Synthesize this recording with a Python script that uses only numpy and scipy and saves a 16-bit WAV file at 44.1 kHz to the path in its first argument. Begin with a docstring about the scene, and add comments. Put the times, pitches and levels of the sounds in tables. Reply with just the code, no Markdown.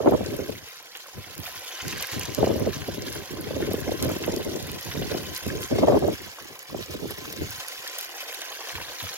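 """Water wells out under the cap of a borewell casing, gurgles in the collar at its foot and spills onto
wet ground. It lands in uneven slugs that burst into droplets and trap small bubbles; now and then a fat
drop slaps down. Each impact is a broadband click, and each bubble rings at a pitch set by its size.
Outdoors, turbulent gusts buffet the two ports of a hand-held microphone that moves about the pipe."""
import sys
import numpy as np
from scipy import signal
from scipy.fft import rfft, irfft, next_fast_len
from scipy.io import wavfile
from scipy.ndimage import uniform_filter1d, map_coordinates

SR = 44100
rng = np.random.default_rng(int(sys.argv[2]) if len(sys.argv) > 2 else 0)


def generate_wav(sig):
    """Save sig (samples, or channels by samples) to the path in sys.argv[1] as 16-bit PCM at SR."""
    pcm = np.round(np.clip(np.atleast_2d(sig).T, -1, 1) * 32767).astype(np.int16)
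    wavfile.write(sys.argv[1], SR, pcm)


N = 404397

# Levels in the tables are relative: each source adds its own gain.
# the spill swells and fades as the microphone moves: t/s, splash/dB, spatter/dB, spray/dB
SPILL_LEVELS = [(0.0, -49.5, -51, -57.5), (0.43, -47, -50, -53.5), (0.89, -52.5, -53, -60.5),
                (1.17, -52.5, -53, -57.5), (1.48, -47, -48.5, -51.5), (2.02, -41.5, -42.5, -51.5),
                (2.73, -47, -47.5, -51.5), (3.45, -47, -48.5, -54), (4.11, -43.5, -46, -50.5),
                (4.49, -47, -46, -53), (5.26, -44.5, -45.5, -50.5), (5.72, -44.5, -46.5, -52.5),
                (6.49, -49.5, -51.5, -56.5), (7.07, -49.5, -50.5, -55), (7.46, -45, -46.5, -51),
                (8.66, -44, -45.5, -52.5), (9.17, -46, -44.5, -51.5)]
# water surges over the rim of the collar: t/s of the crest, rise/dB
RIM_SURGES = [(0.26, 2.5), (0.69, 1.5), (0.969, 4), (1.464, 5.5), (1.89, 1.5), (2.04, 4.5), (2.13, 3),
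              (2.22, 2), (2.45, 3), (2.74, 5), (3.07, 6), (3.14, 5.5), (3.63, 0), (3.93, 1.5), (4.041, 3.5),
              (4.11, 2.5), (4.37, 0), (4.63, -1.5), (4.96, 1), (5.11, 5), (5.36, 7), (5.628, 3.5),
              (5.78, 3), (6.14, 5), (6.58, -2), (6.82, 6), (6.922, 5.5), (7.1, 6.5), (7.26, 4.5),
              (7.52, 2.5), (7.6, 2.5), (7.88, 0.5), (7.99, 2.5), (8.21, 2.5), (8.42, 0.5), (8.685, 4),
              (9.0, 2.5), (9.08, 3)]
# spectrum of splashing water: f/Hz, level/dB
SPLASH_SPECTRUM = [(500, -27), (1000, 2), (1350, 7), (1600, 2.5), (2200, 1.5), (3100, 0), (4000, -9.5),
                   (6700, -8), (7500, -13), (8100, -13), (9500, -3), (12800, 6), (14500, 1), (16000, 6)]
# how much sooner the spill reaches the right port: t/s, lead/ms
SPILL_LEAD = [(0, 0.1), (1, 0.1), (2, 0.038), (3, 0.066), (4, 0.1), (5, 0.08), (6, 0.13), (7.3, 0.15),
              (8, 0.11), (9.17, 0.072)]
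# the reflection off the wet ground comes sooner as the microphone dips: t/s, delay/ms
ECHO_DELAY = [(0, 1.7), (1.2, 2.3), (1.75, 1.96), (2.3, 1.74), (3.3, 1.85), (5.1, 2.02), (6.8, 1.65),
              (7.9, 2.08), (9.17, 1.67)]
# heavy slugs slop into the puddle and trap air: t/s, splash/dB, bubble level/dB, bubble f/Hz
HEAVY_SLUGS = [(0.951, -21, -28, 2880), (1.2416, -22, -41, 1720), (1.713, -39, -26, 3030),
               (1.8014, -14, -26, 2930), (1.923, -18, -29, 2350), (2.023, -18, -25, 3450),
               (2.21, -29, -23, 2900), (2.2283, -32, -28, 2285), (2.819, -19, -43, 1505),
               (3.623, -17, -26, 1750), (3.667, -26, -34, 2390), (3.827, -38, -31, 1910),
               (4.238, -12, -27, 2150), (4.409, -40, -26, 3650), (4.695, -30, -27, 3400),
               (4.915, -11, -35, 1760), (5.022, -29, -21.5, 3300), (5.109, -27, -25, 3260),
               (5.502, -12, -38, 3180), (7.175, -39, -31, 2000), (7.601, -28, -31, 1460),
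               (7.863, -21, -27, 1760), (8.197, -29, -31, 2590), (8.292, -33, -28, 2640),
               (8.328, -35, -24.5, 2920), (8.418, -35, -26, 2840), (8.52, -30, -25.5, 3180),
               (8.691, -29, -25, 2500), (8.753, -17.5, -28, 1910), (8.813, -26, -25, 2700),
               (9.002, -22, -23, 3120), (9.068, -12, -35, 1950)]
# fat drops slap down: t/s, treble/dB, body/dB, lead at the right port/ms
FAT_DROPS = [(0.2609, -49.0, -25, -0.09), (0.3645, -31, -34, 0.09), (0.6853, -34, -43, 0.11),
             (0.97, -32, -34, 0.11), (1.3781, -30, -32, 0.09), (1.668, -46, -33, 0.07),
             (1.88, -23, -23, 0.18), (1.9091, -30, -26, 0.05), (2.0087, -25, -36, 0.07),
             (2.0238, -21, -20, 0.09), (2.0691, -25, -31.0, 0.07), (2.1162, -24, -29, 0.05),
             (2.1941, -18, -26, 0.05), (2.2324, -29, -25, 0.05), (2.253, -45, -24, 0.05),
             (2.3468, -23, -20, 0.02), (2.5633, -26, -44, 0.32), (2.5959, -26, -41, 0.2),
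             (3.0196, -37, -28, 0.14), (3.1248, -27, -32.0, 0.11), (3.3172, -38, -35.0, 0.14),
             (3.409, -28, -46, 0.09), (3.7325, -24.0, -33, 0.09), (4.0242, -14.5, -21, 0.11),
             (4.0468, -24.0, -45.0, 0.0), (4.224, -53.0, -26, 0.09), (4.2619, -25, -49.0, 0.02),
             (4.3208, -37.0, -24, 0.18), (4.3616, -25, -25, 0.16), (4.5593, -57.0, -27.5, 0.11),
             (4.625, -33, -27, 0.09), (4.715, -24.0, -40.0, 0.11), (4.8089, -28, -50.0, 0.09),
             (5.3622, -30, -21, 0.18), (5.4786, -29, -35, 0.09), (5.6198, -28, -29, 0.14),
             (5.6369, -34.0, -27, 0.2), (5.9904, -25, -43.0, 0.11), (6.0767, -29, -34.0, 0.14),
             (6.4238, -40, -45, 0.14), (6.591, -31, -38, 0.14), (6.859, -40.0, -32, 0.14),
             (7.1068, -24, -37, 0.16), (7.325, -25, -29, 0.2), (7.505, -23, -51.0, 0.14),
             (7.682, -22, -30.0, 0.18), (7.8754, -29, -25, 0.09), (7.8963, -51.0, -28, 0.16),
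             (7.9846, -18, -27, 0.14), (8.0088, -22.0, -31.0, 0.14), (8.0461, -27, -34, 0.23),
             (8.3448, -31, -32, 0.09), (8.4165, -50.0, -24.0, 0.09), (9.0277, -27, -44, 0.14),
             (9.1396, -30, -32, 0.11)]
# water churns in the collar: t/s, level/dB
CHURN_LEVEL = [(0, -49), (.8, -55.5), (1.3, -52), (1.7, -48.5), (2.1, -44.5), (3, -48.5), (4, -46.5),
               (5, -46.5), (5.6, -50.5), (6.4, -51), (7.2, -52.5), (7.7, -48.5), (8.2, -47.5), (8.7, -44.5),
               (9.17, -47.5)]
# cavity modes of the collar: f/Hz, bandwidth/Hz, level/dB
COLLAR_MODES = [(308.6, 134, -2.5), (524, 64, 1.5), (743, 65, 1), (1021, 37, -0.5), (1513, 70, -7.5),
                (1935, 69, -5.5)]
# big air pockets plop in the collar: t/s, level/dB, f/Hz
AIR_POCKETS = [(0.883, -53, 990), (1.058, -31.5, 1400), (1.084, -32.5, 870), (1.475, -29.5, 780),
               (1.659, -37, 524), (1.801, -51, 1070), (4.096, -26, 1200), (6.384, -28, 1340),
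               (7.103, -29.5, 1060), (7.25, -26, 1300), (7.601, -30, 580), (7.645, -31, 1000),
               (7.974, -30.5, 563), (8.153, -32, 730), (8.227, -31, 547), (8.291, -32.5, 524),
               (8.415, -33, 664), (8.519, -39, 708), (8.604, -26, 1020), (8.78, -28, 1030),
               (9.072, -33, 1480)]
# gusts reach the ports: t/s, duration/s, level/dB, depth (extra gain of the low rumble)/dB
WIND_GUSTS = [(-0.04, 0.067, -26.5, -16), (0.029, 0.053, -20.5, -10), (0.105, 0.042, -20.5, -5),
              (0.183, 0.13, -33.5, -4), (0.279, 0.16, -31, -7.5), (0.468, 0.048, -30.5, -9),
              (0.577, 0.05, -51.5, 2), (1.132, 0.057, -43, 1.5), (1.233, 0.09, -48.5, -2),
              (1.357, 0.044, -41, 0), (1.443, 0.14, -52, -4), (1.813, 0.16, -39.5, 1),
              (2.119, 0.071, -34.5, 3), (2.262, 0.027, -31.5, -1), (2.359, 0.17, -25.5, -3.5),
              (2.542, 0.14, -28, -1), (2.735, 0.21, -39, 2), (2.907, 0.29, -35, -6),
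              (3.285, 0.32, -34.5, -6), (3.51, 0.29, -31.5, -3), (3.823, 0.11, -30.5, -1.5),
              (3.981, 0.12, -28, -1), (4.133, 0.12, -33, -9), (4.236, 0.052, -27, -6),
              (4.304, 0.11, -30.0, -6), (4.435, 0.15, -31, -8.5), (4.6, 0.15, -37.5, -1),
              (4.834, 0.063, -39, 0), (4.917, 0.14, -34, 1.5), (5.091, 0.062, -26, -8),
              (5.174, 0.14, -38, -2.5), (5.42, 0.19, -32, -2), (5.695, 0.098, -26.5, -3.5),
              (5.795, 0.18, -22, -4.5), (5.994, 0.1, -25, -6), (6.18, 0.086, -43, -4.5),
              (6.386, 0.13, -44.5, -13), (6.684, 0.15, -37.5, -7.5), (6.869, 0.23, -35, -7),
              (7.148, 0.27, -39, -10), (7.382, 0.045, -33.5, 7.5), (7.522, 0.027, -48.5, 7),
              (7.757, 0.04, -59.5, 6), (8.718, 0.076, -45, 6), (8.862, 0.05, -53, 3),
              (9.01, 0.038, -45.5, 4)]
# spectrum of a moderate gust: f/Hz, level/dB
GUST_SPECTRUM = [(25, -9), (45, -11.5), (78, 4), (105, 8.5), (160, 1), (250, 1.5), (380, 2.5), (520, -4),
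                 (700, -25), (1000, -24), (1500, -46), (2200, -50)]
# growth of the rumble with the level of the gust: f/Hz, slope/(dB per dB)
RUMBLE_GROWTH = [(30, 0.5), (100, 0.85), (200, 0.99), (400, 1.3), (700, 1.96), (1500, 2)]
# single hard eddies: t/s, level/dB
HARD_EDDIES = [(0.044, -12), (0.058, -1.5), (0.071, 0), (0.079, -5), (0.089, -5), (0.119, -3.5),
               (0.131, -6.5), (0.147, -6.5), (0.206, -11), (0.229, -16.5), (0.399, -14), (0.49, -16),
               (1.171, -31), (2.426, -3), (2.438, -5), (2.469, -5.5), (2.491, -11), (2.503, -12),
               (2.512, -12), (2.528, -17), (2.663, -15), (2.67, -9), (2.882, -13.5), (2.89, -21),
               (3.468, -17.5), (3.506, -14.5), (3.601, -12.5), (3.672, -15), (3.712, -14), (3.739, -8.5),
               (3.889, -12.5), (3.917, -10), (4.034, -12.5), (4.044, -12), (4.063, -14), (4.09, -12),
               (4.112, -15), (4.161, -17), (4.262, -22), (4.279, -21), (4.291, -15), (4.332, -16),
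               (4.395, -16), (4.408, -18), (4.95, -18), (5.016, -15), (5.145, -10), (5.462, -16),
               (5.71, -13.5), (5.725, -20), (5.755, -10), (5.783, -5.5), (5.803, -20), (5.831, -1),
               (5.84, -4.5), (5.871, -8), (5.879, -0.5), (5.906, -14), (5.92, -4), (5.931, -8),
               (5.942, -2.5), (5.951, -8), (5.97, -4), (6.022, -8), (6.033, -18), (6.072, -18),
               (6.081, -10), (6.098, -17), (6.119, -19), (6.744, -13.5), (6.787, -19.5), (7.04, -17.5),
               (7.053, -17.5), (7.103, -23.5), (7.407, -27)]


def spill(hollow_hz=1035, ring_hz=3150):
    """Impact on wet ground radiates in three bands by size of drop: ringing splash, spatter, spray."""
    water = colour(patter(), SPLASH_SPECTRUM)
    splash_db, spatter_db, spray_db = spill_levels()
    ringing = rms_one(band(water, 900, 3500, order=4)) + plinks()
    ringing = ground_reflection(ringing, share=.17)
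    # the hollow of the collar resonates with the splashes
    ringing = ringing + from_db(7) * resonate(ringing, hollow_hz, 40)
    ringing = ringing + .25 * resonate(ringing, ring_hz, 400)
    splash = (from_db(splash_db + 2) + slug_envelope()) * steady(ringing, .045)
    spatter = from_db(spatter_db + 3.5) * steady(band(water, 3754, 8130, order=4), .1)
    spray = from_db(spray_db + 3) * steady(band(water, 8960, 21000, order=4), .05)
    ticks = from_db(spray_db + .5) * lone_droplets()
    return splash + spatter + pan_right(spray + ticks, .58)


def spill_levels(swell_s=.018, drain_s=.028, ripple_db=.7, ripple_per_s=14):
    """Flow modulates the three band levels (dB): shared surges, and ripples both shared and separate."""
    t = np.arange(0, N, 40) / SR
    surge_db = sum(rise_db * np.exp(-((t - s) / np.where(t < s, swell_s, drain_s)) ** 2)
                   for s, rise_db in RIM_SURGES)
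    flow_db = np.interp(np.arange(N) / SR, t, surge_db) + ripple_db * drift(ripple_per_s)
    return [level_db + flow_db + ripple_db * drift(ripple_per_s) for level_db in in_time(SPILL_LEVELS)]


def slugs(per_s, fade_s, trickle):
    """Flow as shot noise of mean 1: lumps of water swell and drain on top of an even trickle."""
    r = np.exp(-2 / (fade_s * SR))
    lumps = signal.lfilter([1], [1, -2 * r, r * r], np.abs(clicks(per_s, spread_db=4)) + 1e-18)
    flow = lumps / lumps.mean() + trickle
    return flow / flow.mean()


def patter(width_ms=.082, fizz_db=-4.5, scatter_db=-4.5):
    """Incoherent sources add: droplets and tiny bubbles at four spots, each with its own flow."""
    lead_ms, = in_time(SPILL_LEAD)
    out = 0
    for offset, weight in [(-.16, .9), (-.0023, .92), (.49, .87), (1.24, .61)]:
        flow = slugs(per_s=45, fade_s=.007, trickle=.9)
        # the smaller the droplet, the higher it ticks
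        droplets = sum(resonate(clicks(1100 * flow, spread_db=2), hz, 2660)
                       for hz in (2430, 4650, 10600, 13900))
        fizz = bubbles(flow, 3300, 7600, cycles=35, rise=.04, spread_db=2.8, count=1000, size=450)
        spot = rms_one(droplets) + from_db(fizz_db) * fizz
        out = out + weight * two_ports(spot, lead_ms + width_ms * offset)
    return rms_one(out) + from_db(scatter_db) * scatter(out)


def bubbles(flow, low_hz, high_hz, cycles, rise, spread_db, count, size=1100):
    """A bubble is a damped oscillator: the smaller, the higher, its pitch rising near the surface."""
    when, smallness, strength, life = rng.random((count, 4)).T[:, :, None]
    start = np.searchsorted(np.cumsum(flow) / flow.sum(), when)  # more flow traps more air
    hz = low_hz * (high_hz / low_hz) ** smallness
    t60 = cycles * (.5 + life) / hz
    n = np.arange(size)
    t = n / SR
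    onset_db = spread_db * np.minimum(-np.log(1 - strength), 4)
    envelope = from_db(onset_db - 60 * t / t60) * np.sqrt(hz) * (1 - n / size)
    rings = envelope * np.sin(2 * np.pi * hz * t * (1 + rise * t / t60 / 2))
    return rms_one(np.bincount((start + n).ravel(), rings.ravel(), N)[:N])


def plinks(width_ms=.068):
    """Pea-sized bubbles resonate in a dense crowd in the puddle, on both sides of the collar."""
    lead_ms, = in_time(SPILL_LEAD)
    out = 0
    for offset in (-.6, .6, 1.6):
        flow = slugs(per_s=30, fade_s=.02, trickle=2)
        air = bubbles(flow, 1450, 3550, cycles=52, rise=.05, spread_db=2.4, count=1150, size=1000)
        out = out + two_ports(air, lead_ms + width_ms * offset)
    return rms_one(band(out, 880, 2630))


def lone_droplets(width_ms=.094):
    """Droplets strike pipe and gravel; heavy damping leaves small, dry ticks."""
    lead_ms, = in_time(SPILL_LEAD)
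    out = 0
    for offset in (-1, .4, 1.5):
        ticks = bubbles(np.ones(N), 5200, 14000, cycles=5, rise=0, spread_db=3.3, count=180, size=80)
        out = out + two_ports(ticks, lead_ms + width_ms * offset)
    return rms_one(colour(band(out, 4600, 15600), SPLASH_SPECTRUM))


def slug_envelope(fade_s=.0057, gain_db=-19.5):
    """Each heavy slug is an impulse: the gain of the splash jumps, then decays exponentially."""
    hits = np.zeros(N)
    for s, splash_db, *_ in HEAVY_SLUGS:
        hits[int(s * SR)] = from_db(splash_db + gain_db)
    decays = signal.lfilter([1], [1, -np.exp(-1 / (fade_s * SR))], hits + 1e-18)
    return uniform_filter1d(decays, size=90)


def puddle_bubbles(gain_db=-4.5):
    """Air entrained by each heavy slug rings brightly in the puddle."""
    trapped = [(s, level_db, hz) for s, _, level_db, hz in HEAVY_SLUGS]
    air = pockets(trapped, cycles=40, apart_s=.005, loss_db=1, count=8)
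    lead_ms, = in_time(SPILL_LEAD)
    return from_db(gain_db) * two_ports(band(air, 1300, 5400), lead_ms)


def pockets(rows, cycles, apart_s, loss_db, count):
    """Fragmentation: each air pocket breaks into a quick run of ever fainter bubbles of like size."""
    t = np.arange(2600) / SR
    out = np.zeros(N + SR)
    for (s, level_db, hz), chance in zip(rows, rng.random((len(rows), count, 2))):
        for k, (late, detune) in enumerate(chance):
            at = int((s + apart_s * k * late) * SR)
            pitch = hz * 1.7 ** ((detune - .5) * min(k, 1))
            # the pitch rises as the bubble nears the surface
            ring = np.sin(2 * np.pi * pitch * t * (1 + 2 * t)) * from_db(-60 * t * pitch / cycles)
            out[at:at + len(t)] += from_db(level_db - loss_db * k) * ring
    return out[:N]


def slaps(crack_s=.0003, spatter_s=.003):
    """A brief impact is broadband: a fat drop cracks at one spot and throws spatter all around."""
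    t = np.arange(-200, 800) / SR
    crack = np.exp(-np.abs(t) / crack_s)
    spatter = .36 * np.exp(-np.maximum(t, -2.5 * t) / spatter_s)
    treble, body = np.zeros((2, 2, N))
    for s, treble_db, body_db, lead_ms in FAT_DROPS:
        direct = rng.choice([-1, 1], len(t)) * (crack + 1.15 * spatter)
        diffuse = .6 * spatter * rng.choice([-1, 1], (2, len(t)))
        burst = np.array([np.roll(direct, round(lead_ms * SR / 1000)), direct]) + diffuse
        at = int((s - .003) * SR)
        treble[:, at:at + len(t)] += burst * from_db(treble_db + 4.5)
        body[:, at:at + len(t)] += burst * from_db(body_db + 5)
    return band(treble, 10500, 14200) + band(body, 4000, 7600, order=3)


def gurgle(impacts_per_s=1400, glug_db=-1.5):
    """Cavity resonance: water plunging into the collar excites its modes, and larger bubbles glug."""
    flow = slugs(per_s=45, fade_s=.015, trickle=.83)
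    shared = clicks(impacts_per_s * flow, spread_db=3)
    separate = np.array([clicks(impacts_per_s * flow, spread_db=3) for port in range(2)])
    impacts = shared + from_db(1.5) * separate
    hollow = sum(from_db(db) * resonate(impacts, hz, width) * (-1) ** k
                 for k, (hz, width, db) in enumerate(COLLAR_MODES))
    glugs = bubbles(flow, 443, 1120, cycles=26, rise=.1, spread_db=2.4, count=900)
    churn = band(rms_one(hollow) + from_db(glug_db) * glugs, 329, 2460, order=4)
    level_db, = in_time(CHURN_LEVEL)
    return from_db(level_db) * steady(churn, .14)


def plops(gain_db=-7):
    """Large volumes of air resonate low: big pockets glug in the collar."""
    air = pockets(AIR_POCKETS, cycles=23, apart_s=.0046, loss_db=.5, count=4)
    return from_db(gain_db) * band(air, 460, 2200)


def ground_reflection(x, share):
    """Comb filtering: the direct sound interferes with an echo whose delay follows the microphone."""
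    delay_ms, = in_time(ECHO_DELAY)
    n = np.arange(N)
    return x + share * np.array([np.interp(n - delay_ms * SR / 1000, n, port) for port in x])


def scatter(x, t60_s=.055, size=2048):
    """Diffuse reflection off pipe and ground; the paths keep changing as water and microphone move."""
    padded = np.pad(x, ((0, 0), (size, 2 * size)))
    out = np.zeros((2, N + 4 * size))
    window = np.sin(np.pi * np.arange(2 * size) / (2 * size))
    decay = from_db(-60 * np.arange(size + 1) / SR / t60_s)
    for at in range(0, N + size, size):
        paths = rng.standard_normal((2, size + 1)) * decay
        block = padded[:, at:at + 2 * size] * window
        out[:, at:at + 3 * size] += signal.fftconvolve(block, paths, axes=1)
    return rms_one(out[:, size:size + N])


def wind(moderate_db=-34, lull_db=-58, gain_db=2.5, deep_low_hz=45, deep_high_hz=240):
    """Turbulence, mostly separate at each port: a stronger gust sheds smaller eddies and sounds higher."""
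    gust_db, depth_db = wind_strength()
    lumps_db = 4 * drift(50.5) + 3.5 * np.array([drift(56), drift(64)])
    lumps = steady(from_db(lumps_db), .095)
    # two noises, taken in turn by the half-octave bands
    noises = lumps * (rng.standard_normal((2, 2, N)) + .34 * rng.standard_normal((2, 1, N)))
    edges_hz = 19.5 * 2 ** np.arange(.5, 7.5, .5)
    out, power = 0, 0
    for k, (low, high) in enumerate(zip(edges_hz, edges_hz[1:])):
        hz = np.sqrt(low * high)
        eddies = band(noises[k % 2] * from_db(2.5 * drift(27)), low, high, order=3)
        eddies = from_db(at_hz(GUST_SPECTRUM, hz)) * np.sqrt(hz) * steady(eddies, .3)
        power += np.mean(eddies ** 2)
        growth_db = at_hz(RUMBLE_GROWTH, hz) * (gust_db - moderate_db)
        deep_db = depth_db / (1 + (hz / deep_high_hz) ** 4 + (deep_low_hz / hz) ** 2)
        out = out + eddies * from_db(growth_db + deep_db)
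    # in a lull the air hardly stirs the ports
    stirring = 1 / (1 + from_db(2 * (lull_db - gust_db)))
    return from_db(moderate_db + gain_db) * stirring * out / np.sqrt(power)


def wind_strength(attack_s=.034, release_s=.039, calm_db=-67, flutter_db=.63, flutter_per_s=38):
    """Powers add: gusts on top of calm air give the wind's fluttering level and its depth, in dB."""
    t = np.arange(0, N, 40) / SR
    power, depth = from_db(calm_db) ** 2, 0
    for start, length, level_db, depth_db in WIND_GUSTS:
        rise = np.clip((t - start) / attack_s, 0, 1)
        fall = np.exp(-np.maximum(t - start - length, 0) / release_s)
        gust = (from_db(level_db) * rise * fall) ** 2
        power = power + gust
        depth = depth + gust * depth_db
    gust_db, depth_db = in_time(np.transpose([t, 10 * np.log10(power), depth / power]))
    return gust_db + flutter_db * drift(flutter_per_s), depth_db


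def buffets(swell_s=.0023, gain_db=-4, moderate_hz=340, moderate_db=-22):
    """A hard eddy is a pressure pulse on the ports: a dull thump, higher the harder it is."""
    t = np.arange(1500) / SR
    out = np.zeros((2, N))
    for s, level_db in HARD_EDDIES:
        noise = rng.standard_normal((2, len(t))) + .45 * rng.standard_normal(len(t))
        push = noise * t * np.exp(-t / swell_s)
        hz = moderate_hz * from_db(.15 * (level_db - moderate_db))
        thump = band(push, hz / 2.1, hz * 1.55, order=3)
        at = int(s * SR)
        out[:, at:at + len(t)] += thump / np.abs(thump).max() * from_db(level_db + gain_db)
    return out


def outdoor_rumble(level_db=-71.5):
    """Faint ambient noise, low in pitch and uncorrelated between the ports."""
    return from_db(level_db) * rms_one(band(rng.standard_normal((2, N)), 63, 230, order=3))


def two_ports(x, lead_ms):
    """Path difference: the left port hears a source a little later than the right."""
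    left = map_coordinates(x, [np.arange(N) - lead_ms * SR / 1000], order=3)
    return np.array([left, x])


def pan_right(x, db):
    """Level difference: the left port loses what the right gains."""
    return x * from_db([[-db], [db]])


def clicks(per_s, spread_db):
    """Poisson impacts of either sign: many small, a few large."""
    at = np.flatnonzero(rng.random(N) < per_s / SR)
    sizes = from_db(spread_db * np.minimum(rng.exponential(1, N)[at], 4))
    return np.bincount(at, sizes * np.sign(rng.random(N)[at] - .5), N)


def drift(per_s):
    """Low-passed noise of unit power, changing at about the given rate."""
    r = np.exp(-40 * np.pi * per_s / SR)
    slow = signal.lfilter([1], [1, -2 * r, r * r], rng.standard_normal(N // 20 + 2002))[2000:]
    return np.interp(np.arange(N) / 20, np.arange(len(slow)), rms_one(slow))


def resonate(x, hz, width_hz):
    """Two-pole resonance with unit peak gain."""
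    r = np.exp(-np.pi * width_hz / SR)
    feedback = [1, -2 * r * np.cos(2 * np.pi * hz / SR), r * r]
    return signal.lfilter(np.array([1, 0, -1]) * (1 - r * r) / 2, feedback, x + 1e-18)


def band(x, low_hz, high_hz, order=2):
    """Maximally flat band-pass."""
    sos = signal.butter(order, [low_hz, min(high_hz, .45 * SR)], "band", fs=SR, output="sos")
    return signal.sosfilt(sos, x + 1e-18)


def colour(x, spectrum):
    """Zero-phase filtering by a smooth spectrum."""
    size = next_fast_len(N + 4096)
    gain = from_db(at_hz(spectrum, np.fft.rfftfreq(size, 1 / SR)))
    return irfft(rfft(x, size) * gain, size)[..., :N]


def steady(x, span_s):
    """Unit power over every short span: the grain stays, slow swells go."""
    power = uniform_filter1d(np.mean(np.atleast_2d(x) ** 2, axis=0), max(int(span_s * SR), 64))
    return x / np.sqrt(np.abs(power) + 1e-12)


def at_hz(points, hz):
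    """Interpolate a spectrum on a log-frequency axis."""
    f, value = np.transpose(points)
    return np.interp(np.log(hz + 1e-3), np.log(f), value)


def in_time(rows):
    """Interpolate each column of a curve, sample by sample."""
    s, *columns = np.transpose(rows)
    return [np.interp(np.arange(N) / SR, s, c) for c in columns]


def rms_one(x):
    """Scale to unit power."""
    return x / np.sqrt(np.mean(x ** 2) + 1e-20)


def from_db(db):
    """Decibels to amplitude ratio."""
    return 10 ** (np.asarray(db) / 20)


def scene():
    """Superposition: water slightly to the right, wind on the ports, a faint outdoor rumble."""
    water = spill() + gurgle() + plops() + puddle_bubbles() + slaps()
    return pan_right(water, .5) + wind() + buffets() + outdoor_rumble()


def record(dry, ceiling=.7, cutoff_hz=15950):
    """Soft saturation rounds off the hardest gusts; a steep low-pass cuts the top."""
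    rounded = ceiling * np.tanh(dry / ceiling)
    return signal.sosfilt(signal.ellip(12, .1, 80, cutoff_hz, fs=SR, output="sos"), rounded)


dry = scene()
out = record(dry)
generate_wav(out)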